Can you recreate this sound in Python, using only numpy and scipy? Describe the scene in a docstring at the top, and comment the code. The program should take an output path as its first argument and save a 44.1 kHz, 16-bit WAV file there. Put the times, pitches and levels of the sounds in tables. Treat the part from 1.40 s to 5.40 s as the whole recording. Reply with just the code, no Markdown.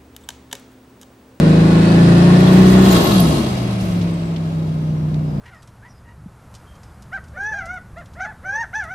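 """Inside a turbocharged six-cylinder car, a stereo microphone in the cabin, close to the driver.
At first the engine pulls at full throttle: exhaust pulses boom in the cabin, the intake rasps and
the turbo whistles upward over the road noise. At 1.5 s the driver lifts off: the boost rushes out
and the revs drop. Then the turbo coasts down over a low drone and a fading hiss.
From about 1 s on, the body gives a few dull thuds and small rattles."""
import sys
import numpy as np
from scipy import signal
from scipy.fft import rfft, irfft
from scipy.io import wavfile

SR = 44100
rng = np.random.default_rng(int(sys.argv[2]) if len(sys.argv) > 2 else 0)


def output_pcm(signal):
    """Save a mono or channel-first signal as 16-bit PCM at the path in sys.argv[1].

    Samples are clipped to [-1, 1] before scaling.
    """
    pcm = np.clip(np.atleast_2d(signal).T, -1, 1) * 32767
    wavfile.write(sys.argv[1], SR, np.round(pcm).astype(np.int16))


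N = 176400

# intake resonances (centre [Hz], width [Hz], lift [dB])
INTAKE_PEAKS = [(1088, 19, 9.6), (1456, 90, 6), (1744, 37, 7), (1875, 98, 5.9), (2550, 85, 5.5),
                (3380, 60, 5.6), (3970, 340, 2.4)]


def undb(db):
    """Decibels to gain."""
    return 10 ** (np.asarray(db) / 20)


def curve(rows):
    """A control joined by straight lines in time."""
    return np.interp(np.arange(N) / SR, *np.array(rows).T)


def at(rows, hz):
    """Read a spectrum on a log-frequency axis."""
    freqs, db = np.array(rows).T
    return np.interp(np.log(hz + 1e-6), np.log(freqs), db)


def bins():
    """The frequencies of the spectrum."""
    return np.arange(N // 2 + 1) * SR / N


def walk(hz):
    """Smooth random motion of spread 1, up to about hz."""
    drift = irfft(rfft(rng.standard_normal(N)) * np.exp(-.5 * (bins() / hz) ** 2), N)
    return drift / drift.std()


def turning(hz):
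    """Phase of something that turns at hz."""
    return 2 * np.pi * np.cumsum(hz) / SR


def burst(start, attack_s, decay_s):
    """An envelope that rises and dies away."""
    age = np.maximum(np.arange(N) / SR - start, 0)
    return (1 - np.exp(-age / attack_s)) * np.exp(-age / decay_s)


def resonance(peaks, hz):
    """Lift in dB that resonances give at hz."""
    return sum(db / (1 + (2 * (hz - centre) / width) ** 2) for centre, width, db in peaks)


def rough_tone(hz, rough, width_hz):
    """A stereo tone whose strength and phase waver."""
    waver = np.array([1 + rough * (walk(width_hz) + 1j * walk(width_hz)) for _ in range(2)])
    return (waver * np.exp(1j * turning(hz))).real


def cabin_modes(depth_db=1.7, step_hz=30, full_hz=2000):
    """Treble peaks and dips, in dB, that many cabin modes put on one path to the microphone."""
    hz = np.arange(0, SR / 2, step_hz)
    ripple = rng.standard_normal(4096)[:len(hz)]
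    return depth_db * np.interp(bins(), hz, ripple * np.clip(hz / full_hz, 0, 1) ** 2)


def spread(mid, side, hz):
    """Left and right from mid and side, with the cabin's lean."""
    # balance at the microphone (frequency [Hz], left minus right [dB])
    lean = [(110, -1), (370, 2.5), (670, 3), (1150, 4.5), (2200, -1.5), (4130, 0), (7560, -6.5),
            (13800, -2)]
    sign = np.array([[1], [-1]])
    return (mid + sign * side) * undb(sign * at(lean, hz) / 2)


def air(colour, peaks=(), lag_s=.00043, lag_above_hz=2000):
    """Coloured stereo turbulence in the cabin; its treble reaches the left side later."""
    # stereo width (frequency [Hz], side minus mid [dB])
    width = [(30, -12), (60, -19), (200, -19), (370, -9), (670, -3.5), (1230, 3.5), (2260, -1.5),
             (7000, 1.5), (13800, -4)]
    hz = bins()
    gain = undb(at(colour, hz) + cabin_modes() + resonance(peaks, hz))
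    mid, side = rfft(rng.standard_normal((2, N))) * gain / np.sqrt(np.mean(gain ** 2))
    left, right = spread(mid, side * undb(at(width, hz)), hz)
    delay = np.exp(-2j * np.pi * hz * lag_s * (hz > lag_above_hz))
    return irfft(np.array([left * delay, right]), N)


def road(level_db=-39, flicker_db=.5):
    """Tyres rolling on the road, a steady bed under everything."""
    # tyre spectrum (frequency [Hz], density [dB])
    colour = [(25, -26), (50, -1), (90, -8), (200, -0.5), (400, 2), (650, -7.5), (900, -9), (1150, -13.5),
              (1500, -17.5), (3000, -30.5), (8000, -38)]
    return air(colour) * undb(level_db + flicker_db * walk(21))


def rattles():
    """Dull thuds through the body and short bright ticks around the microphone."""
    # thuds (time [s], level [dB])
    thuds = [(1.085, -12.5), (1.24, -15), (1.42, -11), (1.59, -25), (1.81, -11.5), (2.4, -19), (2.49, -42)]
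    # their spectrum (frequency [Hz], density [dB])
    colour = [(25, -13), (45, -17), (65, 4), (100, -34), (200, 4), (600, -40)]
    # ticks (time [s], level [dB], centre [Hz], width [octaves], decay [s])
    ticks = [(1.072, -25.5, 3400, 0.1, 0.0082), (1.801, -18, 11900, 0.3, .006),
             (2.408, -40, 3500, 1.8, 0.019), (2.612, -36, 3200, .8, .012),
             (2.961, -32.5, 3300, 0.57, 0.0062), (3.742, -40, 3780, 0.65, 0.0037)]
    out = air(colour) * sum(undb(db) * burst(start, attack_s=.06, decay_s=.1) for start, db in thuds)
    for start, db, hz, octaves, decay in ticks:
        band = [(hz * 2 ** (k * octaves), -6 * k * k) for k in range(-3, 4)]
        out += air(band) * undb(db) * burst(start, attack_s=.00093, decay_s=decay)
    return out


def rumble():
    """A low rumble fills the cabin, strongest around the lift-off."""
    # spectrum (frequency [Hz], density [dB])
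    colour = [(20, -48), (35, -21), (52, -1.5), (90, -2.5), (170, -2.5), (330, -1), (440, -12), (640, -8.5),
              (850, -29.5), (1500, -45), (3000, -72)]
    # swell (time [s], level [dB])
    level = [(0, -35), (.9, -25.5), (1.1, -20.5), (1.3, -24), (1.55, -19), (1.85, -18.5), (2.05, -22.5),
             (2.25, -27.5), (2.55, -28), (2.9, -31.5), (3.7, -35.5), (4, -33)]
    return air(colour) * undb(curve(level))


def belt_whine(cycle_hz):
    """Belt and valve gear whine under load, louder where they cross an intake resonance."""
    # tones (multiple of the cycle rate, level [dB])
    orders = [(42, -33.5), (54, -36), (58, -33.5), (61.75, -32), (67, -65), (91.7, -37), (108, -35.5)]
    # swell and fade (time [s], level [dB])
    level = [(0, -13), (.45, -12), (.6, -11.5), (1, -11), (1.2, -15), (1.45, -6), (1.55, -20), (1.8, -46)]
    out = 0
    for order, db in orders:
        hz = order * cycle_hz
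        out += undb(db + resonance(INTAKE_PEAKS, hz)) * rough_tone(hz, rough=.4, width_hz=5.2)
    return out * undb(curve(level))


def throttle_hiss(flicker_db=.5):
    """Air hisses past the throttle, most just after it shuts."""
    # spectrum (frequency [Hz], density [dB])
    colour = [(800, 8), (1700, 2), (2400, 6), (3200, -0.5), (4100, -2), (5500, -5.5), (7000, -16.5),
              (10000, -16), (14000, -64)]
    # flow (time [s], level [dB])
    level = [(1.5, -43), (1.9, -34.5), (2.3, -38), (2.6, -40), (3, -46), (3.5, -51.5), (4, -52)]
    return air(colour) * undb(curve(level) + flicker_db * walk(57.5))


def intake_rasp(cycle_hz, firing_depth=.12, flicker_db=.5):
    """Air drawn through the resonant intake pulses with the six firings of each cycle."""
    # spectrum (frequency [Hz], density [dB])
    colour = [(300, -9), (600, 10.5), (1000, 1), (1300, -4.5), (2000, -4.5), (3000, -9.5), (4300, -10),
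              (5000, -12.5), (6000, -20), (9500, -21.5), (14000, -68.5)]
    # flow (time [s], level [dB])
    level = [(0, -28.5), (.5, -26), (1, -24), (1.48, -24.5), (1.65, -27.5), (2.1, -55), (2.5, -70)]
    pulse = 1 + firing_depth * np.cos(6 * turning(cycle_hz))
    return pulse * air(colour, INTAKE_PEAKS) * undb(curve(level) + flicker_db * walk(57.5))


def boost_rush(flutter_db=1.44):
    """Air flutters through the turbo and its bypass, surging as the boost is dumped."""
    # spectrum (frequency [Hz], density [dB])
    colour = [(300, -28), (650, 13.5), (1150, 4.5), (1550, -3.5), (2200, -6.5), (3000, -2), (4100, -1.5),
              (5000, -6.5), (6300, -8), (9500, -10), (12500, -12.5), (14500, -32)]
    # resonances (centre [Hz], width [Hz], lift [dB])
    peaks = [(666, 29, 4.7), (1074, 28, 10), (1280, 35, 8), (1708, 14, 15), (2085, 26, 17), (2820, 130, 9),
             (3287, 69, 9.7), (3810, 100, 9), (4190, 82, 9), (4690, 54, 9.8), (4970, 120, 8.1)]
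    # flow (time [s], level [dB])
    level = [(0, -39.5), (.9, -34), (1.41, -29.5), (1.52, -22.5), (1.75, -23.5), (2, -30.5), (2.3, -38),
             (2.7, -46), (3.2, -49.5), (4, -57)]
    return air(colour, peaks) * undb(curve(level) + flutter_db * walk(57.5))


def turbo_whistle(patchy_db=3.5, rightward_db=1.5):
    """Three harmonics of the blade tone fade in and out; the faster the flow, the rougher they are."""
    # blade tone (time [s], frequency [Hz])
    blade_tone = [(0, 3800), (.4, 4300), (.8, 5110), (1.2, 6090), (1.5, 6930), (1.57, 6900), (1.7, 6080),
                  (1.8, 5450), (2, 4520), (2.35, 3470), (2.7, 2820), (3, 2400), (3.6, 1865), (4, 1590)]
    # its harmonics, each (time [s], level [dB])
    first = [(1.2, -54), (1.45, -53), (1.51, -41), (1.58, -51), (1.9, -59), (2.2, -80)]
    second = [(0, -76), (.5, -57), (1, -55), (1.42, -56), (1.53, -43.5), (1.8, -41.5), (1.9, -48),
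              (2.05, -61), (2.2, -80)]
    third = [(1.9, -82), (2.1, -65), (2.35, -58), (2.5, -72), (2.7, -63), (3.3, -73), (3.6, -64),
             (3.75, -76), (3.86, -62), (4, -57)]
    out, blade_hz = 0, curve(blade_tone)
    rough = 2.17 * blade_hz / 6540
    for harmonic, level in enumerate([first, second, third], start=1):
        tone = rough_tone(harmonic * blade_hz, rough, width_hz=55)
        out += tone * undb(curve(level) - patchy_db * walk(28))
    return out * undb(np.array([[-rightward_db], [rightward_db]]) / 2)


def exhaust(cycle_hz, orders, rough, wobble_hz=18):
    """Harmonics of the engine cycle slide through the cabin boom; uneven firings shake each one."""
    # response of exhaust and cabin (frequency [Hz], gain [dB])
    boom = [(30, -34), (55, -20.5), (90, -25), (115, -5.5), (140, -11.5), (160, -1), (185, 1.5),
            (215, -9.5), (280, -13), (370, -10.5), (450, -15.5), (650, -35.5), (900, -46.5), (1500, -11.5)]
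    # stereo width (frequency [Hz], side minus mid [dB])
    width = [(60, -11), (180, -30.5), (260, -14.5), (400, -9), (700, 3.5)]
    out, phase = 0, turning(cycle_hz)
    shake = walk(wobble_hz) + 1j * walk(wobble_hz)
    for order, db in orders:
        hz = order * cycle_hz
        start_turns, side_turns, shift = rng.random(3)
        tone = np.exp(1j * (order * phase + 2 * np.pi * start_turns))
        tone *= 1 + rough * np.roll(shake, int(shift * N))
        tone *= np.sqrt(2) * undb(db + at(boom, hz))
        side = (tone * np.exp(2j * np.pi * side_turns)).real * undb(at(width, hz))
        out += spread(tone.real, side, hz)
    return out


def exhaust_lope(cycle_hz):
    """Orders 5 and 7 beat unevenly beside the firing note."""
    # swells early, fades toward lift-off, returns briefly as the revs drop (time [s], level [dB])
    fifth = [(0, -37.5), (.45, -32), (.6, -5), (1, -9), (1.2, -15), (1.5, -24), (1.8, -9.5), (2.2, -53)]
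    # peaks early in the pull, then thins out (time [s], level [dB])
    seventh = [(0, -18), (.45, -13), (.9, -19.5), (1.2, -23), (1.5, -25), (1.9, -25), (2.3, -60)]
    return sum(exhaust(cycle_hz, [(order, 0)], rough=.12) * undb(curve(level))
               for order, level in [(5, fifth), (7, seventh)])


def exhaust_coast(cycle_hz):
    """With the throttle shut, the banks' odd beats lead in a hollow drone."""
    # harmonics (multiple of the cycle rate, level [dB])
    orders = [(4, -8), (6, -3.5), (9, 3), (12, -23.5), (13, -12), (14, -16), (15, -3), (18, -20.5),
              (21, -11), (27, -11), (33, -20)]
    # drone (time [s], level [dB])
    level = [(1.45, -31), (1.57, -9), (1.8, -12), (1.95, -13.5), (2.03, -16), (2.15, -17), (2.45, -20.5),
             (2.58, -14.5), (2.8, -19), (3.1, -17), (3.8, -11.5), (3.9, -13.5), (4, -11)]
    return exhaust(cycle_hz, orders, rough=.11) * undb(curve(level))


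def exhaust_pull(cycle_hz, upper_db=-10):
    """The lumpy exhaust note at full throttle; order 6 is the firing rate."""
    # harmonics (multiple of the cycle rate, level [dB])
    orders = [(2, 0.5), (3, 2.5), (4, -2.5), (6, -0.5), (8, -10.5), (9, 0), (10, -5), (11, -4), (12, -0.5),
              (13, -7.5), (14, -8), (15, -11.5), (16, -18), (17, -6.5), (18, -1), (19, -6), (20, 1),
              (21, -17), (22, 4.5), (24, -21), (30, 7)]
    # load (time [s], level [dB])
    level = [(0, -9), (.45, -10.5), (.6, -9), (.85, -9.5), (1.08, -10), (1.2, -7), (1.45, -8), (1.6, -11.5),
             (1.75, -23.5), (2.05, -32), (2.4, -55)]
    note = exhaust(cycle_hz, orders, rough=.12)
    upper = exhaust(cycle_hz, [(order, upper_db) for order in range(23, 40)], rough=.16)
    return (note + upper) * undb(curve(level))


def scene():
    """Engine, gas flow, turbo, rattles and road as they meet at the microphone."""
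    # engine speed (time [s], four-stroke cycle rate [Hz])
    speed = [(0, 26.15), (.5, 27.93), (.78, 28.75), (1, 30.4), (1.25, 31.09), (1.48, 31.85), (1.55, 30.6),
             (1.65, 25.2), (1.8, 19.9), (1.9, 17.1), (2, 15.1), (2.1, 14.15), (2.3, 13.2), (2.5, 11.96),
             (2.7, 11.25), (3.5, 10.36), (3.87, 10.18), (4, 9.4)]
    cycle_hz = curve(speed)
    engine = exhaust_pull(cycle_hz) + belt_whine(cycle_hz)
    engine += exhaust_lope(cycle_hz) + exhaust_coast(cycle_hz)
    gas = rumble() + intake_rasp(cycle_hz) + boost_rush() + throttle_hiss()
    return engine + gas + turbo_whistle() + rattles() + road()


def record(dry):
    """The recorder rounds the loudest peaks and cuts the deepest bass and the top."""
    ceiling, knee = 1.36, 2.8
    low_cut_hz, top_hz = 36, 14250
    rounded = dry / (1 + np.abs(dry / ceiling) ** knee) ** (1 / knee)
    low_cut = 1 - np.exp(-(bins() / low_cut_hz) ** 4)
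    trimmed = irfft(rfft(rounded) * low_cut, N)
    return signal.sosfilt(signal.ellip(10, .2, 80, top_hz, fs=SR, output="sos"), trimmed)


dry = scene()
out = record(dry)
output_pcm(out)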